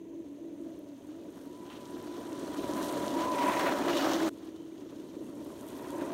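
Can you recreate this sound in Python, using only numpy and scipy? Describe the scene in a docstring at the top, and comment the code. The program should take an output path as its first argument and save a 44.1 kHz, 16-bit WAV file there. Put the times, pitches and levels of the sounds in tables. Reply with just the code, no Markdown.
"""A thin shaft tone and plastic drone come first, far across a snowy field, over a faint steady hiss.
A small electric truck circles, comes close and passes the microphone; an abrupt cut returns to a far lap.
Bumps shake its plastic shell, modelled as resonances driven by noise; shaft and gears are wavering sines.
The tyres crunch, hiss, squeak and spray snow: coloured noise and grains, with ticks of ice and rut bursts.
"""
import sys
import numpy as np
from scipy import signal
from scipy.fft import rfft, irfft
from scipy.io import wavfile

SR = 44100
rng = np.random.default_rng(int(sys.argv[2]) if len(sys.argv) > 2 else 0)


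def put_to_file(sound):
    """Save the sound as 16-bit audio at rate SR, in the file named by the first command-line argument."""
    columns = np.atleast_2d(sound).T  # one column per channel
    safe = np.clip(columns, -1, 1)
    whole_steps = np.round(safe * 32767)
    wavfile.write(sys.argv[1], SR, whole_steps.astype(np.int16))


N = 270333   # samples
TIME_S = np.arange(N) / SR


def from_db(db):
    """Level in dB to gain."""
    return 10 ** (np.asarray(db) / 20)


def rms_one(x):
    """Scale to unit power."""
    return x / np.sqrt(np.mean(x ** 2) + 1e-20)


def in_time(laps):
    """Join the lap tables and interpolate each column to one value a sample."""
    times_s, *columns = np.transpose(np.concatenate(laps))
    return [np.interp(TIME_S, times_s, column) for column in columns]


def drift(rate_hz):
    """Random wander of spread 1: noise through two equal one-pole low-passes, settled for a second."""
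    r = np.exp(-2 * np.pi * rate_hz / SR)
    once = signal.lfilter([1], [1, -r], rng.standard_normal(N + SR))
    return rms_one(signal.lfilter([1 - r], [1, -r], once)[SR:])


def colour(x, spectrum):
    """Shape a sound by (f/Hz, level/dB) points, joined along log frequency; unit power."""
    hz, db = np.transpose(spectrum)
    grid_hz = np.arange(N // 2 + 1) * SR / N + 1   # the 1 keeps the logarithm finite
    gain = from_db(np.interp(np.log(grid_hz), np.log(hz), db))
    return rms_one(irfft(rfft(x) * gain, N))


def resonate(x, hz, width_hz):
    """One two-pole resonance, gain about 1 on top."""
    r = np.exp(-np.pi * width_hz / SR)
    feed = np.array([1, 0, -1]) * (1 - r * r) / 2
    return signal.lfilter(feed, [1, -2 * r * np.cos(2 * np.pi * hz / SR), r * r], x)


def resonate_twice(x, hz, width_hz):
    """The same resonance twice over, for steeper skirts."""
    return resonate(resonate(x, hz, width_hz), hz, width_hz)


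def grains(per_s, spread_db):
    """Random clicks of uneven size and either sign; unit power."""
    sizes = from_db(spread_db * np.minimum(rng.exponential(1, N), 5)) * rng.choice([-1, 1], N)
    return rms_one(sizes * (rng.random(N) < per_s / SR))


def bell(at_s, length_s):
    """A smooth Gaussian hump of height 1; the length is its standard deviation."""
    return np.exp(-.5 * ((TIME_S - at_s) / length_s) ** 2)


def swell(events):
    """Sum of level humps in dB, from (t/s, change/dB, length/s) events."""
    return sum(db * bell(at_s, length_s) for at_s, db, length_s in events)


def follow(layer, control_db):
    """Level of a layer: (dB at control 0, share of the control's swing)."""
    return layer[0] + layer[1] * control_db


def wavering_tone(hz, db, rough, waver_hz):
    """A rotating part: a sine whose strength and phase wander with the load."""
    turn = np.exp(2j * np.pi * np.cumsum(hz) / SR)
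    load = 1 + rough * (drift(waver_hz) + 1j * drift(waver_hz))
    return from_db(db) * np.real(turn * load) / np.sqrt(.5 + rough ** 2)


def shell(modes, bumps):
    """Bump-driven noise rings each mode; filtering twice keeps the valleys between them dark."""
    shake = rng.standard_normal(N) * bumps
    total = np.zeros(N)
    for k, (hz, width_hz, db) in enumerate(modes):
        ring = rms_one(resonate_twice(shake, hz, 1.8 * width_hz))
        total += (-1) ** k * from_db(db) * ring   # neighbours take opposite signs
    return rms_one(total)


# Plastic shell, low and upper modes: f/Hz, width/Hz (each pass is 1.8 times as wide), relative level/dB
LOW_MODES = [(194.6, 70, -12.5), (289.2, 25.4, -2), (347.4, 41, -5), (432, 122, -9.5)]
UPPER_MODES = [(513, 204, -10.5), (569, 37, -1.5), (632, 50, -13), (681, 28, -10)]
# The drone swells or sinks: t/s, change/dB, length/s
DRONE_SWELLS = [(.5, -2.5, .4), (.98, -6, .1), (4.312, 3.5, .01), (5.286, 4, .064)]
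# The upper modes ring more in the far turn: t/s, change/dB, length/s
UPPER_LIFT = (0.77, 2.9, 0.37)
DRONE, UPPER = (-35, 0.89), (-39, 1.67)
UPPER_SWELL_SHARE = 0.27   # the upper modes' share of a drone swell


def plastic_shell(shaken_db, bumps):
    """Bumps ring the thin plastic shell: the main drone, with a brighter group of modes above."""
    swell_db = swell(DRONE_SWELLS)
    low = from_db(follow(DRONE, shaken_db) + swell_db) * shell(LOW_MODES, bumps)
    upper_db = follow(UPPER, shaken_db) + UPPER_SWELL_SHARE * swell_db + swell([UPPER_LIFT])
    return low + from_db(upper_db) * shell(UPPER_MODES, bumps)


# Gear case: f/Hz, width/Hz (each pass is 1.8 times as wide), relative level/dB
CASE_MODES = [(963, 78, 2.5), (1920, 50, -14.5), (2440, 380, -15)]
CASE = (-42.5, 0.84)


def gear_case(facing_db, bumps):
    """The same bumps ring the gear case, louder as the drive side turns to the microphone."""
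    return from_db(follow(CASE, facing_db)) * shell(CASE_MODES, bumps)


# Drive shaft, one table a lap: t/s, f/Hz, level/dB
SHAFT = [
    [(0, 330, -50.5), (.2, 333, -40.5), (.3, 333, -77), (.42, 330.7, -42), (.58, 332, -50),
     (.66, 328, -42.5), (.74, 322, -49.5), (.85, 303.4, -54), (.92, 285, -43), (1.0, 264.7, -55),
     (1.08, 297.7, -45), (1.18, 336, -47), (1.28, 322, -55), (1.5, 338.6, -56.5), (1.9, 357.5, -50),
     (2.4, 329.6, -51), (3.3, 325, -44.5), (3.8, 338.4, -52), (3.9, 351, -30.5), (4.0, 321.7, -39.5),
     (4.29, 324.6, -28.5)],
    [(4.297, 327.3, -47.5), (4.5, 318, -45.5), (4.62, 330, -44), (4.8, 322, -52), (5.1, 323, -48),
     (5.9, 335.2, -55), (6.01, 346.5, -35), (6.13, 341, -60)],
]
# The shaft's octave comes forward: t/s, swell/dB, length/s
OCTAVE_SWELLS = [(.55, 6, .05), (.66, 10, .04), (.92, 13, .05), (1.17, 14, .044)]
# Steady hum under the shaft tone while the truck is far: f/Hz, level/dB, middle t/s, length/s
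HUM = (287, -48, .45, .3)
SHAFT_OCTAVE_DB = -31   # against the shaft tone
# running light in the far turn, loaded from then on
SHAFT_ROUGH_LIGHT, SHAFT_ROUGH_LOADED, SHAFT_LOADED_S = .2, .4, 1.35


def drive_shaft():
    """The turning shaft gives a wavering tone, a rough octave above it, and an early low hum."""
    hz, db = in_time(SHAFT)
    rough = np.where(TIME_S < SHAFT_LOADED_S, SHAFT_ROUGH_LIGHT, SHAFT_ROUGH_LOADED)
    tone = wavering_tone(hz, db, rough, 20.5)
    octave = wavering_tone(2 * hz, db + SHAFT_OCTAVE_DB + swell(OCTAVE_SWELLS), 1.0, 18.0)
    hum_hz, hum_db, hum_at_s, hum_length_s = HUM
    hum = wavering_tone(np.full(N, hum_hz), hum_db, SHAFT_ROUGH_LIGHT, 4.5)
    return tone + octave + bell(hum_at_s, hum_length_s) * hum


# The gears bog down for a moment: t/s, drop/Hz, length/s
BOGS = [(1.471, 50.57, 0.043), (1.867, 24.9, .06), (2.095, 42.1, 0.019), (2.283, 24.8, .025),
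        (2.495, 54.63, .04), (2.689, 41.1, .025), (2.975, 45.5, 0.0505), (3.159, 47, 0.039),
        (3.405, 28.45, 0.052)]
WHINE = (-34, 0.84)
WHINE_ON_S, WHINE_OFF_S, WHINE_FADE_DB_PER_S = 1.53, 3.9, 70
WHINE_HZ, WHINE_SAG_FROM_S, WHINE_SAG_HZ_PER_S = 1003, 3.3, 60   # the sag lasts one second
WHINE_ROUGH, WHINE_ROUGH_PER_DB, WHINE_WAVER_HZ = .6, .018, 9


def gears(facing_db):
    """The whine wavers under load, rougher when loud, bogs down briefly and sags as the truck leaves."""
    sag_hz = WHINE_SAG_HZ_PER_S * np.clip(TIME_S - WHINE_SAG_FROM_S, 0, 1)
    hz = WHINE_HZ - sag_hz - swell(BOGS)   # the same humps, here in Hz
    idle_s = np.maximum(WHINE_ON_S - TIME_S, 0) + np.maximum(TIME_S - WHINE_OFF_S, 0)
    db = follow(WHINE, facing_db) - WHINE_FADE_DB_PER_S * idle_s
    rough = np.maximum(WHINE_ROUGH + WHINE_ROUGH_PER_DB * facing_db, .15)
    return wavering_tone(hz + WHINE_WAVER_HZ * drift(20.9), db, rough, 48.0)


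# Faint tone sliding up in the far turn: t/s, f/Hz, rise/Hz per s, level/dB, length/s
RISING_STRAND = (.7, 650, 900, -59, .03)


def strand():
    """A short rough upward glide of one wavering sine."""
    at_s, hz, rise_hz_per_s, db, length_s = RISING_STRAND
    glide_hz = np.clip(hz + rise_hz_per_s * (TIME_S - at_s), 0, 2 * hz)
    return bell(at_s, length_s) * wavering_tone(glide_hz, db, .6, 25.)


# Tyres on the ground: f/Hz, relative level/dB per Hz
RUMBLE = [(20, -55), (40, -14), (60, -10.5), (100, -6), (170, -6.5), (260, 1.5), (400, -41)]
# The chassis lands: t/s, swell of the rumble/dB, length/s
THUDS = [(2.603, 2.5, .02), (2.657, 4, .022), (2.991, 6, .02)]
GROUND = (-49.5, 0.39)


def ground_rumble(thrown_db):
    """Tyres rolling on the ground: low coloured noise that swells where the chassis lands."""
    rumble_db = follow(GROUND, thrown_db) + swell(THUDS)
    return from_db(rumble_db) * colour(rng.standard_normal(N), RUMBLE)


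def snow(spectrum, db, ground, grain, patchy_db):
    """Dense noise with some grains; bumps of the ground and fast patches shape it."""
    rush = colour(rng.standard_normal(N) + grain * grains(900., 4.7), spectrum)
    return rush * from_db(db + 0.6 * ground + patchy_db * drift(35.0))


SQUEAKS_PER_S, SQUEAK_WIDTH_HZ = 300, 50


def squeaks():
    """Crust chirps as it breaks: random grains dealt to narrow resonances from 1.3 to 7 kHz."""
    clicks, dealt = grains(SQUEAKS_PER_S, 2.8), rng.integers(0, 24, N)
    total = np.zeros(N)
    for k, hz in enumerate(np.geomspace(1300, 7000, num=24)):
        own_clicks = clicks * (dealt == k) + 1e-18   # the tiny offset keeps the filter numbers normal
        total += resonate(own_clicks, hz, SQUEAK_WIDTH_HZ)
    return rms_one(total)


# Packed snow: f/Hz, relative level/dB per Hz
CRUNCH = [(400, -28.5), (700, 0), (810, -3.5), (1000, -3), (1400, -7.5), (2000, -12.5), (2500, -18.5),
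          (5200, -39), (7000, -36)]
# Cut crust: f/Hz, relative level/dB per Hz
HISS = [(1500, -52), (2400, -11), (3000, 1), (4100, 0.5), (4950, 1.5), (6100, -2.5), (7400, -7),
        (10000, -18)]
# The tyres dig in: t/s, crunch change/dB (before the crunch's share), hiss change/dB, length/s
DIGS = [(0.72, 5, 2, 0.029), (1.143, 6, 3.5, .05), (1.376, 7, 4, 0.058), (1.716, 6, 0.5, 0.037),
        (2.792, 3.5, 0.5, 0.044), (3.218, 7.5, 4.5, 0.041), (3.474, 3, -0.5, 0.073),
        (3.663, 4.5, 1.5, 0.079), (4.013, -3, 3, 0.066), (4.186, -0.5, 2.5, 0.18), (4.435, 12.5, 7, 0.085),
        (5.714, 3, 2, 0.04), (5.997, 4.5, -1, 0.18)]
CRUNCHING, HISSING = (-39, 1.166), (-45.5, 1)
HISS_THROWN_SHARE = 0.38   # the hiss follows thrown snow this far, nearness for the rest
SQUEAK_DB = -7.5   # against the hiss


def packed_snow(near_db, thrown_db, ground):
    """Tyres crunch packed snow and cut its hissing, squeaking crust; digging in changes the levels."""
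    crunch_db = near_db + swell([(at_s, db, length_s) for at_s, db, _, length_s in DIGS])
    hiss_db = near_db + HISS_THROWN_SHARE * (thrown_db - near_db)
    hiss_db = follow(HISSING, hiss_db + swell([(at_s, db, length_s) for at_s, _, db, length_s in DIGS]))
    crunch = snow(CRUNCH, follow(CRUNCHING, crunch_db), ground, 0.41, 1.98)
    hiss = snow(HISS, hiss_db, ground, 0.44, 1.88)
    return crunch + hiss + from_db(hiss_db + SQUEAK_DB) * squeaks()


# Thrown powder: f/Hz, relative level/dB per Hz
POWDER = [(4000, -24), (7000, -2.5), (8800, -1.5), (12500, -9), (16000, -28)]
# Single crystals: f/Hz, relative level/dB per Hz
SPARKLE = [(6000, -13), (10000, -1), (13000, -3), (15000, -10), (16000, -7)]
# Flurries of crystals: t/s, swell/dB, length/s
FLURRIES = [(1.4, 16, 0.087), (2.85, 14, .15), (5.46, 10, 0.037), (5.74, 15, .16)]
POWDERING = (-53, 1)


def thrown_snow(thrown_db, ground):
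    """Flung powder is bright grainy noise; single crystals are sparse bright grains that flurry."""
    powder_db = follow(POWDERING, thrown_db)
    sparkle_db = powder_db - 16 + swell(FLURRIES) + 3. * drift(25.0)
    sparkle = from_db(sparkle_db) * colour(grains(400., 2.8), SPARKLE)
    return snow(POWDER, powder_db, ground, 0.73, 1.8) + sparkle


# Wheels hitting ruts: t/s, level/dB (played 10.5 dB lower, then dying), centre f/Hz
RUTS = [(1.702, -48, 2630), (1.753, -50, 2900), (1.789, -49, 2900), (2.595, -41, 3317), (2.639, -47, 1883),
        (3.188, -32, 2132), (3.5174, -24.5, 2240), (3.595, -23, 1790), (3.669, -26, 2110),
        (3.894, -24.5, 1810), (3.929, -26, 1923), (3.967, -21.5, 3090), (4.018, -39, 2960),
        (5.676, -56, 1596), (5.85, -46, 2500), (6.01, -34, 1506)]
RUT_T60_S = 0.1   # time to fall 60 dB


def ruts():
    """Each rut breaks crust: a dying burst of noise around its own pitch."""
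    out, t = np.zeros(N), np.arange(SR // 10) / SR
    for at_s, db, hz in RUTS:
        burst = rms_one(resonate(rng.standard_normal(len(t)), hz, .6 * hz))
        decay = from_db(db - 10.5 - 60 * t / RUT_T60_S)
        attack = np.minimum(t / 0.0018, 1)
        start = round(at_s * SR)
        out[start:start + len(t)] += burst * decay * attack
    return out


# Wheels churning deep snow or flinging fine powder: t/s, level/dB at the hump, centre f/Hz, length/s
CHURNS = [(1.75, -59, 2900, .045), (3.44, -44, 2100, .06), (3.58, -44, 2000, .05), (3.68, -41, 2200, .018),
          (2.42, -64, 8600, .1), (4.05, -62, 12200, .15)]


def churns():
    """Grainy roar around one broad pitch, its level fluttering at random."""
    rush = rng.standard_normal(N) + 0.71 * grains(1600.0, 8.4)
    total = np.zeros(N)
    for at_s, db, hz, length_s in CHURNS:
        roar = rms_one(resonate_twice(rush, hz, 0.45 * hz))
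        total += from_db(db) * bell(at_s, length_s) * roar
    return total * from_db(2. * drift(39.9))


# Brief squeals of the spinning tyres: t/s, f/Hz, level/dB at the hump
SQUEALS = [(3.98, 2916, -47), (4.62, 3070, -70)]
SQUEAL_S = 0.076


def squeals():
    """Spinning tyres squeal: very rough short tones."""
    return sum(bell(at_s, SQUEAL_S) * wavering_tone(np.full(N, hz), db, 3.6, 91.0)
               for at_s, hz, db in SQUEALS)


# Ice lumps and flakes that tick: t/s, peak level/dB, centre f/Hz
TICKS = [(0.792, -42, 12530), (1.702, -37.5, 2800), (1.730, -40, 2200), (1.856, -36, 4756),
         (2.0272, -39, 11500), (2.33, -33, 5200), (2.3958, -36, 6000), (2.4617, -37, 5200),
         (2.595, -34.5, 2500), (2.736, -26, 4980), (2.796, -34, 8930), (2.8298, -27, 4540),
         (2.925, -28.5, 8850), (3.066, -33, 4240), (3.081, -23.5, 4290), (5.4111, -48, 10100),
         (5.448, -39, 10800), (5.5794, -44, 7930), (5.611, -34, 7500), (5.6525, -58, 11000),
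         (5.679, -46, 11500), (5.6872, -32.5, 10000), (5.7209, -44, 13500), (5.8275, -45.5, 12770),
         (5.882, -46, 11940), (5.906, -32, 8280)]


def ticks():
    """Each ice tick is a click in a very short bright resonance."""
    out = np.zeros(N)
    for at_s, db, hz in TICKS:
        start, click = round(at_s * SR), np.zeros(200)
        click[0] = 1
        ring = resonate_twice(click, hz, 0.74 * hz)
        out[start:start + 200] += from_db(db) * ring / np.abs(ring).max()
    return out


# Distant hiss over the field: f/Hz, relative level/dB per Hz
AIR = [(800, -20), (1800, 8), (2200, 8.5), (3300, 6.5), (4200, 2), (4950, -28), (6200, 11), (7600, -1),
       (9000, -31), (16000, -12)]
AIR_DB = -71.5


def field_air():
    """The open field behind it all: faint steady coloured noise."""
    return from_db(AIR_DB) * colour(rng.standard_normal(N), AIR)


# The truck as the microphone meets it, one table a lap: t/s, then control levels/dB for nearness,
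# thrown snow, drive side turned to the listener, shaking of the shell
TRUCK = [
    [(0, -35, -26, -33, -13.5), (.35, -29, -24, -35.5, -13.5), (.7, -27, -21.5, -32, -11),
     (1.3, -27, -18.5, -32, -13), (1.8, -17, -12.5, -29, -12), (2.5, -10, -8, -21, -5.5),
     (2.82, -5.5, 1, -12.5, -2), (3.08, -4.5, 0, -13.5, -0.5), (3.2, -7.5, -1, -3, -1),
     (3.5, -0.5, 3.5, 2, 2.5), (3.8, -1.5, -1, -12.5, 1.5), (4.0, 6.5, -4.5, -10, 3),
     (4.292, -2, 0, -11, -1.5)],
    [(4.297, -34, -18, -34, -14), (4.8, -21, -19.5, -32, -13), (5.35, -22, -13, -26, -11.5),
     (5.9, -15.5, -7, -9.5, -6), (6.13, -13, -8, -3.5, -1.5)],
]


def scene():
    """The truck's path drives its layers; shell, gear case and snow share the bumps of the ground."""
    near_db, thrown_db, facing_db, shaken_db = in_time(TRUCK)
    ground = drift(71.0)
    bumps = from_db(1.6 * ground + 0.87 * drift(11.0))
    body = plastic_shell(shaken_db, bumps) + gear_case(facing_db, bumps)
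    drive = drive_shaft() + gears(facing_db) + strand()
    tyres = ground_rumble(thrown_db) + packed_snow(near_db, thrown_db, ground)
    tyres += thrown_snow(thrown_db, ground) + ruts() + churns() + squeals()
    return (body + drive + tyres + ticks() + field_air())[None]


# Hollows in the microphone's treble: f/Hz, width/Hz, depth (0-1)
HOLLOWS = [(2170, 230, 0.19), (4890, 1580, 0.56), (7650, 1900, 0.35), (10450, 1170, 0.49)]
CUTOFF_HZ = 15780


def record(dry):
    """The small microphone loses deep bass, has hollows in the treble, and the top is cut."""
    dry = signal.sosfilt(signal.butter(2, 45., "high", fs=SR, output="sos"), dry)
    for hz, width_hz, depth in HOLLOWS:
        dry = dry - np.clip(depth, 0, 1) * resonate(dry, hz, width_hz)
    return signal.sosfilt(signal.ellip(12, .5, 70, CUTOFF_HZ, fs=SR, output="sos"), dry)


dry = scene()
out = record(dry)
put_to_file(out)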